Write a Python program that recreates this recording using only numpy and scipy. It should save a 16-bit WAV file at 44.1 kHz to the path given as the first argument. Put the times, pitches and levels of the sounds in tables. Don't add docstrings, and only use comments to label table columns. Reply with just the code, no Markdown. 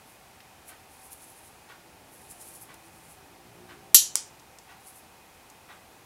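import sys
import numpy as np
from scipy import signal
from scipy.fft import rfft, irfft, next_fast_len
from scipy.io import wavfile

SR = 44100
rng = np.random.default_rng(int(sys.argv[2]) if len(sys.argv) > 2 else 0)


def master_out(mix):
    frames = np.transpose(np.atleast_2d(mix))
    ceiling = np.clip(frames, -1, 1)
    pcm = np.round(ceiling * 32767).astype(np.int16)
    wavfile.write(sys.argv[1], SR, pcm)


N = 267113
TIME = np.arange(N) / SR

# (time [s], crack [dB], contact decay time [s], ringing [dB], thud [dB],
# share sent into the room [dB])
RING_IMPACTS = [(3.945, -6, 0.0016, 1, -25, -2), (4.1541, -30, .001, -48, -16, -15),
                (4.156, 4, 0.000083, -29, -9.5, -4.5)]
# (frequency [Hz], level [dB], t60 [s])
RING_MODES = [(3008, -33.5, 0.061), (3897, -22.5, .06), (4310, -17.5, 0.042), (4600, -19.5, 0.062),
              (5370, -17, .05), (6100, -18, .07), (6456, -15, 0.051), (6730, -22, 0.078),
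              (7146, -13, 0.049), (7675, -19, .05), (9600, -15, 0.11), (10260, -18, 0.0773),
              (10960, -11, 0.044), (11390, -12, .05), (11445, -16, .04), (12400, -9, .025),
              (12217, -9, 0.046), (12390, -8.5, 0.024)]
# (frequency [Hz], relative level [dB])
WEAK_MODE_COLOUR = [(300, -48), (1200, -31), (1700, -21.5), (2400, -16), (3000, -5), (4200, -.5),
                    (5300, -2), (6600, 4.5), (7500, 1.5), (8600, -4.5), (10800, 2), (12550, 3.5),
                    (13100, -16.5), (16000, -30)]
# (frequency [Hz], relative level [dB])
CRACK_COLOUR = [(100, -32.5), (500, -20), (1000, -10.5), (1600, -16), (2300, -3.5), (3300, -6), (5000, 1),
                (7500, 0), (9800, 3.5), (11000, -4.5), (12200, -13.5), (13100, -8.5), (14000, -22),
                (16000, -18)]
# (frequency [Hz], level [dB], t60 [s])
GRIP_THUD = [(990, -23, 0.0028), (2330, -19, .005), (3100, -24, 0.0064), (4100, -19, 0.0045)]


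def magnets(chatter_db=-6, crowd_db=-5, crowd_t60=0.068, knock_db=-14, knock_time=0.00023, beam_hz=5000):
    direct, radiated = np.zeros(N), np.zeros(N)
    t = np.arange(SR // 4) / SR
    crash = coloured(rng.standard_normal(len(t)), WEAK_MODE_COLOUR)
    ring = modes(RING_MODES, t) + amp(crowd_db - 60 * t / crowd_t60) * crash
    knock = amp(knock_db) * (1 - t / knock_time) * np.exp(-t / knock_time)
    crack_pulse = causal(CRACK_COLOUR)
    dulling = signal.butter(1, beam_hz, fs=SR)
    for s, crack_db, contact_s, ring_db, thud_db, room_db in RING_IMPACTS:
        force = amp(chatter_db) * rng.standard_normal(len(t)) * np.exp(-t / contact_s)
        force[0] = -1.6
        crack = amp(crack_db) * signal.fftconvolve(force, crack_pulse)[:len(t)]
        body = amp(ring_db) * ring + amp(thud_db) * modes(GRIP_THUD, t)
        add(direct, s, crack + body + amp(ring_db) * knock)
        dull_crack = signal.lfilter(*dulling, crack)
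        add(radiated, s, amp(room_db) * (dull_crack + body))
    return direct, radiated


# (start [s], fastest [s], end [s], level at the fastest [dB],
# centre frequency [Hz])
RING_TURNS = [(0.65, 1.194, 1.72, -57.5, 9700), (2.054, 2.495, 2.72, -54, 9660),
              (2.65, 2.887, 3.3, -62.5, 9300), (4.78, 4.878, 5.1, -57, 9900),
              (5.901, 6.056, 5.5, -52, 9100)]
# (middle [s], level [dB], centre frequency [Hz])
FINGER_SLIPS = [(0.11, -59, 10300), (0.692, -47, 10200), (1.054, -54, 9800), (1.128, -43.5, 10300),
                (1.3, -56, 10200), (1.468, -57, 9650), (2.145, -55, 10500), (2.314, -45, 9500),
                (2.416, -45, 9350), (2.55, -52, 10300), (2.625, -46.5, 10400), (3.112, -53.5, 9700),
                (4.877, -50, 9860), (4.976, -52.5, 10300)]


def fingers(uneven_db=3.5, uneven_hz=14, slip_half_s=0.032, slip_at_db=-51.5, slip_halving_db=9.5):
    rubbing, slipping = np.zeros(N), np.zeros(N)
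    for start, fastest, end, db, hz in RING_TURNS:
        t = start + TIME[:2 * SR]
        speed = np.interp(t, [start, fastest, end], [0, 1, 0])
        add(rubbing, start, amp(db) * speed * skin(t, hz))
    for middle, db, hz in FINGER_SLIPS:
        t = max(middle - .5, 0) + TIME[:SR]
        half_s = slip_half_s * 2 ** ((slip_at_db - db) / slip_halving_db)
        swell = 1 / np.cosh(2 * (t - middle) / half_s)
        add(slipping, t[0], amp(db) * skin(t, hz) * swell)
    grip = amp(uneven_db * drift(uneven_hz))
    return rubbing * grip + slipping


# (frequency as a factor on its centre [ratio], relative level [dB])
SKIN_COLOUR = [(.2, -29), (.45, -14), (.7, -7.5), (.9, -2.5), (1.05, 2.5), (1.25, -5), (1.6, -13.5)]


def skin(t, centre_hz, grain_db=3):
    white, grit = rng.standard_normal((2, len(t)))
    grains = grit[np.arange(len(t)) // 20]
    return coloured(white * amp(grain_db * grains), SKIN_COLOUR, centre_hz)


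# (time [s], level at the onset [dB], centre frequency [Hz])
LIGHT_TAPS = [(0.404, -46.5, 2600), (2.7412, -46.5, 9000), (4.396, -51, 5970), (4.586, -45.5, 6620),
              (5.5, -47.5, 7980)]
# (frequency as a factor on its centre [ratio], relative level [dB])
TAP_COLOUR = [(.15, -26), (.5, -6), (.8, 1), (1.1, 0), (1.6, -6), (3, -20)]


def taps(decay_s=0.0047):
    out, t = np.zeros(N), np.arange(SR // 20) / SR
    for s, db, hz in LIGHT_TAPS:
        noise = coloured(rng.standard_normal(len(t)), TAP_COLOUR, hz)
        add(out, s, amp(db) * noise * np.exp(-t / decay_s))
    return out


# (frequency [Hz], relative level [dB])
CLOCK_COLOUR = [(200, -17), (600, -5), (1200, -1), (1900, -2.5), (2600, -7.5), (3500, -9), (5000, -18),
                (12000, -26.5)]


def clock(first_s=0.686, step_s=1, weak_db=-53.5, strong_extra_db=2.5, rise_s=0.0035, rattle_s=0.047):
    out, t = np.zeros(N), np.arange(SR // 4) / SR
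    shape = (1 - np.exp(-t / rise_s)) * np.exp(-(t / rattle_s) ** 4)
    for k, s in enumerate(np.arange(first_s, N / SR, step_s)):
        rattle = shape * coloured(rng.standard_normal(len(t)), CLOCK_COLOUR)
        add(out, s, amp(weak_db + strong_extra_db * (k % 2)) * rattle)
    return out


# (delay [s], level [dB])
REFLECTIONS = [(.0026, -8.5), (.0047, -15), (.0099, -16.5), (0.0099, -19), (0.0166, -16.5)]
# (frequency [Hz], t60 [s])
ROOM_DECAY = [(200, .3), (1300, 0.29), (3500, 0.29), (7000, 0.29), (10000, 0.23), (12500, 0.16),
              (16000, 0.22)]


def workshop(x, tail_db=-2, first_s=0.0052, build_s=0.00318):
    hz, t, spectrum = signal.stft(rng.standard_normal(SR // 2), SR, nperseg=256)
    decay = amp(-60 * t / read(ROOM_DECAY, hz)[:, None])
    tail = signal.istft(spectrum * decay, SR, nperseg=256)[1]
    since_first = np.maximum(np.arange(len(tail)) / SR - first_s, 0)
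    tail *= 1 - np.exp(-since_first / build_s)
    response = amp(tail_db) * tail / np.linalg.norm(tail)
    for delay, db in REFLECTIONS:
        add(response, delay, amp([db]))
    return signal.fftconvolve(x, response)[:N]


# (time [s], mean firing rate [Hz], level of the hum [dB])
ENGINE_COURSE = [(0, 55, -88), (2, 55.92, -64), (2.8, 54.65, -62), (3.15, 55.74, -63), (3.5, 59.2, -57),
                 (3.8, 59.77, -57.5), (4.4, 59.2, -67), (5, 57.86, -77), (6.06, 58.15, -70)]
# (multiple [ratio], mean relative level [dB])
ENGINE_HARMONICS = [(2, -8.5), (3, -3.5), (4, -7.5), (5, -3.5), (6, 1), (7, -4.5), (9, -5.5), (11, -5),
                    (13, -5)]


def engine(waver=.012, waver_hz=24.8, flutter_db=4, flutter_hz=12,
           rumble_db=-5, rumble_hz=125, rumble_width_hz=90):
    s, rate, db = np.transpose(ENGINE_COURSE)
    firing_hz = np.interp(TIME, s, rate) * (1 + waver * drift(waver_hz))
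    cycles = np.cumsum(firing_hz) / SR
    hum = np.zeros(N)
    for multiple, level in ENGINE_HARMONICS:
        hum += amp(level + flutter_db * drift(flutter_hz)) * np.sin(2 * np.pi * multiple * cycles)
    rumble = rng.standard_normal(N)
    for _ in range(2):
        rumble = resonate(rumble, rumble_hz, rumble_width_hz)
    return amp(np.interp(TIME, s, db)) * (unit(hum) + amp(rumble_db) * unit(rumble))


# (frequency [Hz], relative level [dB])
AIR_COLOUR = [(20, -9.5), (40, -5), (75, 3.5), (110, 0), (160, -1), (300, -1.5), (600, -2.5), (1100, -4),
              (1500, -6.5), (2400, -7.5), (3500, -11.5), (7000, -14.5), (11000, -14.5), (16000, -20)]
# (frequency [Hz], width [Hz], level [dB])
WHIRR_BANDS = [(765, 45, -63.5), (889, 67, -65.5), (2497, 42, -71)]


def room_tone(air_db=-55):
    tone = amp(air_db) * coloured(rng.standard_normal(N), AIR_COLOUR)
    for hz, width_hz, db in WHIRR_BANDS:
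        tone += amp(db) * unit(resonate(rng.standard_normal(N), hz, width_hz))
    return tone


def amp(db):
    return 10 ** (np.asarray(db) / 20)


def unit(x):
    return x / np.sqrt(np.mean(x ** 2) + 1e-20)


def read(points, hz):
    f, value = np.transpose(points)
    return np.interp(np.log(hz + 1e-6), np.log(f), value)


def add(mix, s, sound):
    part = mix[max(round(s * SR), 0):][:len(sound)]
    part += sound[:len(part)]


def coloured(x, points, centre_hz=1):
    size = next_fast_len(len(x), real=True)
    hz = np.fft.rfftfreq(size, 1 / SR)
    gain = amp(read(points, hz / centre_hz))
    return unit(irfft(rfft(x, size) * gain, size)[:len(x)])


def causal(points, size=1024):
    hz = abs(np.fft.fftfreq(size, 1 / SR))
    log_gain = np.log(amp(read(points, hz)))
    pulse = np.fft.ifft(np.exp(np.conj(signal.hilbert(log_gain)))).real
    return pulse / np.linalg.norm(pulse)


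def modes(table, t):
    out = np.zeros(len(t))
    for k, (hz, db, t60) in enumerate(table):
        out += (-1) ** k * amp(db - 60 * t / t60) * np.sin(2 * np.pi * hz * t)
    return out


def resonate(x, hz, width_hz):
    r = np.exp(-np.pi * width_hz / SR)
    return signal.lfilter([1 - r], [1, -r * np.exp(2j * np.pi * hz / SR)], x).real


def drift(rate_hz, size=2048):
    hz = np.fft.rfftfreq(size, N / SR / size)
    slow = irfft(rfft(rng.standard_normal(size)) * np.exp(-(hz / rate_hz) ** 2))
    return unit(np.interp(TIME, np.linspace(0, N / SR, size), slow))


def scene(hands_room_db=-11):
    direct, radiated = magnets()
    hands, ticking = fingers() + taps(), clock()
    room = workshop(radiated) + amp(hands_room_db) * workshop(hands) + workshop(ticking)
    return (direct + hands + ticking + room + engine() + room_tone())[None]


def record(dry, ceiling=0.79, low_cut_hz=22, edge_hz=15850):
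    clipped = np.clip(dry, -ceiling, ceiling)
    cut = signal.lfilter(*signal.butter(1, low_cut_hz, "highpass", fs=SR), clipped)
    band_limit = signal.firwin(255, edge_hz, window=("kaiser", 8), fs=SR)
    return signal.oaconvolve(cut, band_limit[None], "same")


dry = scene()
out = record(dry)
master_out(out)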